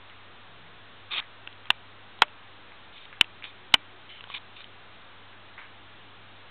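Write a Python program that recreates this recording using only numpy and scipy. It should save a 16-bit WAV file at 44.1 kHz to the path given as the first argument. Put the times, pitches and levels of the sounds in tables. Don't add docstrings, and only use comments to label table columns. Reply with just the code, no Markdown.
import sys
import numpy as np
from scipy import signal
from scipy.fft import rfft, irfft
from scipy.io import wavfile
from scipy.ndimage import uniform_filter1d

SR = 44100
rng = np.random.default_rng(int(sys.argv[2]) if len(sys.argv) > 2 else 0)


def transcribe(u):
    v = np.clip(np.atleast_2d(u).T, -1, 1)
    q = np.round(v * 32767).astype(np.int16)
    wavfile.write(sys.argv[1], SR, q)


def volts_from_db(level):
    exponent = np.asarray(level, float) / 20
    return 10 ** exponent


N = 286653

# start_s, level_db
PRESSES = [
    [(1.7038, -8), (1.7049, -9), (1.7064, -14.5)],
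    [(2.2206, 8.5), (2.2213, 4.5), (2.2233, -6.5), (2.2325, -22)],
    [(3.2112, 0), (3.2120, -0.5), (3.2152, -26.5)],
    [(3.7406, 8.5), (3.7420, 1), (3.7432, -0.5), (3.7452, -20)],
]
# pitch_hz, level_db, t60_s (time to fall by 60 dB)
SHELL_CRACKS = [
    [(362, -56, 0.021), (875, -13, 0.011), (1667, -5, 0.0076), (2400, -13.5, 0.021), (2950, 3.5, 0.0093),
     (3650, 0, 0.0065)],
    [(467, -18.5, 0.0089), (857, -3.5, 0.017), (1429, -6, 0.0065), (2185, -5.5, 0.011), (3285, -3.5, 0.008),
     (3850, -1.5, 0.0023)],
    [(330, -49.5, 0.0061), (850, -22, 0.011), (1580, -22.5, 0.0051), (2260, -4, 0.0065), (3019, 5.5, 0.011),
     (3610, 2, 0.0026)],
    [(286.7, -37, 0.025), (833, -24, 0.014), (1377, -12, 0.01), (2140, -3, 0.0065), (2980, -3, 0.015),
     (3970, -0.5, .005)],
]
# pitch_hz, level_db, t60_s
SHELL_RINGS = [
    [(624, -42, .058), (1098, -30, .028), (2342, -44, .14)],
    [(290, -46, .1), (600, -43, .2), (830, -38, .05), (2363, -44, .08)],
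    [(296, -42, .06), (900, -40, .04), (2800, -32, .027)],
    [(288, -43, .18), (829, -32, .035), (2330, -42, .16), (2998, -23, .033)],
]
# level_db, t60_s
RATTLES = [
    (-21, 0.036),
    (-16.5, 0.05),
    (-29.5, 0.055),
    (-12, 0.041),
]
# pitch_hz, width_hz, level_db
SHELL_COLOUR = [(926, 524, 0), (2170, 1400, -2), (3100, 430, -0.4)]

# start_s, peak_db, bright_pitch_hz, dull_level_db
FLOOR_TICKS = [(.097, -38.5, 2860, -10), (2.189, -35.5, 3240, 2), (2.281, -38, 2700, -6),
               (2.98, -36.5, 3270, -19), (3.243, -31, 2700, -14), (4.272, -36, 3280, 3),
               (4.3475, -26.5, 2440, -15), (4.642, -31.5, 3070, -26)]
TOY_TICKS = [(1.103, -36, 3620, 0), (1.225, -41, 1800, -6), (1.4732, -24, 2740, -5.5),
             (1.669, -41, 2400, -8), (3.053, -36.5, 3030, -10), (3.7225, -35, 2860, -1),
             (4.239, -29.5, 3030, -1), (4.605, -31.5, 3680, -4.5), (5.588, -39, 2220, -13)]
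CLAW_TICKS = [(1.527, -37.5, 3240, -27), (2.719, -39.5, 2160, -3), (3.127, -36.5, 2200, -3),
              (3.171, -41, 2110, 11), (3.423, -33, 2300, -21), (3.4325, -34, 2330, -18),
              (3.4409, -27, 2450, -13), (3.4512, -32, 2490, -11), (4.566, -38, 2680, -18),
              (5.329, -42.5, 2140, -3), (5.577, -41, 2190, -16)]
TAG_TICKS = [(1.181, -16.5, 3070, -27), (1.655, -37.5, 3210, -24), (4.207, -30, 2790, -11),
             (4.3, -27, 3000, 5.5), (5.485, -43, 2490, -3.5)]
# dull_pitch_hz, t60_s
FLOOR, TOY, CLAW, TAG = (860, 0.012), (1500, 0.011), (1620, 0.011), (1130, 0.017)

# start_s, length_s, rise_s, pressure_db, change_db (until lift-off)
RASPS = [(1.106, 0.098, 0.013, -31.5, 3)]
SCRAPES = [(2.92, .145, 0.049, -48.5, -4.5), (3.439, 0.079, 0.0014, -37, -16.5),
           (4.285, .049, 0.023, -45, 3.5), (4.339, .044, 0.0056, -31, -9), (4.56, 0.066, .006, -49, 3)]
SQUEAKS = [(4.09, .11, .006, -44.5, -6)]
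SCUFFS = [(.095, 0.046, .004, -52.5, -3), (.66, 0.029, 0.0093, -51, -12),
          (1.204, 0.059, 0.0014, -44, -11.5), (1.65, 0.027, 0.0066, -51.5, -6),
          (3.125, .03, .006, -48.5, -5), (5.577, 0.093, .003, -40, -13)]
# pitch_hz, width_hz, level_db
WEAVE = [(840, 19, -16), (1208, 100, -4), (2460, 92, 2), (3070, 41, -13), (3210, 14, -5), (3620, 210, 4.5)]
TILE = [(1130, 120, -8), (2230, 45, -9), (2450, 60, 0), (3110, 80, -3), (3620, 160, 2.5)]
SEAM = [(2110, 20, -9), (2335, 160, -11), (3030, 61, 0), (3450, 34, -9.5), (3940, 74, -8)]
PLUSH = [(995, 27, -7), (1223, 33, 0.5), (1680, 60, 2), (2000, 25, 1.5), (2220, 19, -3), (2606, 50, -9)]

# start_s, end_s, pitch_hz, level_db (over the air)
DRONES = [
    (.3, 1.15, 165, -14),
    (3.25, 3.72, 368, -12),
    (3.85, 4.2, 372, -14),
]
# pitch_hz, level_db (per Hz)
AIR_COLOUR = [(10, 2), (45, 5), (125, -3), (250, 0.5), (550, -1.5), (750, 1.5), (1250, 3.5), (1700, 1.5),
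              (2100, -2.5), (3600, -2), (4400, -5)]
# pitch_hz, level_db (over the air), width_hz
HUM = [
    (99.6, -7, 2.5),
    (198.8, -20.5, 4.4),
]

RATE_UP, RATE_DOWN, STEP = 441, 80, np.sqrt(0.5) / 128
AIR_STEPS = 0.295


def evened(x):
    return x / np.sqrt(np.mean(x ** 2) + 1e-20)


def add(mix, start_s, sound):
    part = mix[round(start_s * SR):][:len(sound)]
    part += sound[:len(part)]


def resonate(x, pitch_hz, width_hz):
    pole = np.exp((2j * np.pi * pitch_hz - np.pi * width_hz) / SR)
    return 2 * signal.lfilter([1 - abs(pole)], [1, -pole], x + 0j).real


def ring(modes, size=4000):
    t = np.arange(size) / SR
    sound = np.zeros(size)
    for k, (pitch_hz, level_db, t60) in enumerate(modes):
        fade = volts_from_db(level_db - 60 * t / max(t60, 0.003))
        sound += (-1) ** k * fade * np.sin(2 * np.pi * pitch_hz * t)
    return sound


def rattle(level_db, t60):
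    t = np.arange(3000) / SR
    noise = rng.standard_normal(len(t))
    coloured = np.zeros(len(t))
    for k, (pitch_hz, width_hz, db) in enumerate(SHELL_COLOUR):
        coloured += (-1) ** k * volts_from_db(db) * resonate(noise, pitch_hz, width_hz)
    return volts_from_db(level_db - 60 * t / t60) * evened(coloured)


def button():
    out = np.zeros(N)
    for blows, crack, rings, loose in zip(PRESSES, SHELL_CRACKS, SHELL_RINGS, RATTLES):
        shell = ring(crack)
        shell[0] += 2.5
        for start_s, level_db in blows:
            add(out, start_s, volts_from_db(level_db) * shell)
        first_s = blows[0][0]
        add(out, first_s, rattle(*loose))
        add(out, first_s, ring(rings, size=9000))
    return out


def tick(peak_db, bright_hz, dull_db, dull_hz, t60):
    modes = [(dull_hz, dull_db - 1.5, 1.4 * t60),
             (0.64 * bright_hz, -6, 0.5 * t60),
             (bright_hz, 0, t60),
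             (1.2 * bright_hz, -4, 0.78 * t60)]
    sound = ring(modes, size=1500)
    peak = abs(sound).max()
    sound[0] += 2.5
    return volts_from_db(peak_db + 1) * sound / peak


def stroke(length_s, rise_s, pressure_db, change_db, surface):
    slips_per_s, slip_spread_db, smear_hz = 3500, 3.2, 148.4
    touch_db, ease = -10, 0.7
    bed_db = -9
    t = np.arange(0, length_s, 1 / SR)
    after_rise = np.clip((t - rise_s) / (length_s - rise_s), 0, 1)
    landing_db = touch_db * np.clip(1 - t / rise_s, 0, 1)
    force_db = pressure_db + landing_db + change_db * after_rise ** ease

    when, size, sign = rng.random((9000, 7, 3))[:len(t)].T
    heights = volts_from_db(-slip_spread_db * np.log(size + 0.013))
    slips = (when < slips_per_s / SR) * heights * np.sign(sign - 0.5)
    shared = slips[-1]
    body = np.zeros(len(t))
    for own, (pitch_hz, width_hz, level_db) in zip(slips, surface):
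        body += volts_from_db(level_db) * resonate(own + 0.6 * shared, pitch_hz, width_hz + smear_hz)
    bed = resonate(np.gradient(shared), 1700, 2200)
    rub = evened(evened(body) + volts_from_db(bed_db) * evened(bed))
    return volts_from_db(force_db) * rub * signal.windows.tukey(len(t), 0.05)


def drones():
    out = np.zeros(N)
    for start_s, end_s, pitch_hz, level_db in DRONES:
        noise = rng.standard_normal(round((end_s - start_s) * SR))
        tone = evened(resonate(noise, pitch_hz, 4))
        add(out, start_s, volts_from_db(level_db) * tone * signal.windows.tukey(len(noise), 0.4))
    return AIR_STEPS * STEP * out


def room():
    pitch_hz, level_db = np.transpose(AIR_COLOUR)
    log_hz = np.log(np.fft.rfftfreq(N, 1 / SR) + 1)
    colour_db = np.interp(log_hz, np.log(pitch_hz + 1), level_db, right=-80)
    air = evened(irfft(rfft(rng.standard_normal(N)) * volts_from_db(colour_db), N))
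    drift = uniform_filter1d(rng.standard_normal(N), size=6000)
    swell_db = 0.5 * evened(uniform_filter1d(drift, size=6000))

    t = np.arange(N) / SR
    hum = np.zeros(N)
    for pitch_hz, level_db, width_hz in HUM:
        waver = evened(resonate(rng.standard_normal(N), pitch_hz, width_hz))
        hum += volts_from_db(level_db) * evened(np.sin(2 * np.pi * pitch_hz * t) + 0.22 * waver)
    return AIR_STEPS * STEP * (air * volts_from_db(swell_db) + hum)


def scene():
    mix = button() + drones() + room()
    for ticks, thing in ((FLOOR_TICKS, FLOOR), (TOY_TICKS, TOY), (CLAW_TICKS, CLAW), (TAG_TICKS, TAG)):
        for start_s, *how in ticks:
            add(mix, start_s + 0.001, tick(*how, *thing))
    for strokes, surface in ((RASPS, WEAVE), (SCRAPES, TILE), (SQUEAKS, SEAM), (SCUFFS, PLUSH)):
        for start_s, *how in strokes:
            add(mix, start_s, stroke(*how, surface))
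    return mix[None]


def top_cut(x):
    return signal.sosfilt(signal.butter(12, 16790, fs=SR, output="sos"), x)


def record(dry):
    near = signal.lfilter(*signal.butter(1, 96, "high", fs=SR), dry)
    sharp = signal.firwin(64 * RATE_UP + 1, 1 / RATE_UP, window=("kaiser", 8))
    slow = signal.resample_poly(near, RATE_DOWN, RATE_UP, axis=1, window=sharp)
    bits = np.clip(np.floor(slow / STEP + 0.03), -128, 127)

    edge = 2 * 4005 / (SR * RATE_DOWN)
    soft = signal.firwin(32 * RATE_UP + 1, edge, window=("kaiser", 9))
    fast = signal.resample_poly(bits, RATE_UP, RATE_DOWN, axis=1, window=soft)[:, :N]
    clipped = STEP * np.clip(fast, -128, 128)
    lowpass = signal.firwin(129, 16250, window=("kaiser", 8), fs=SR)
    mix = signal.oaconvolve(clipped, lowpass[None], "same")
    return top_cut(mix)


dry = scene()
out = record(dry)
transcribe(out)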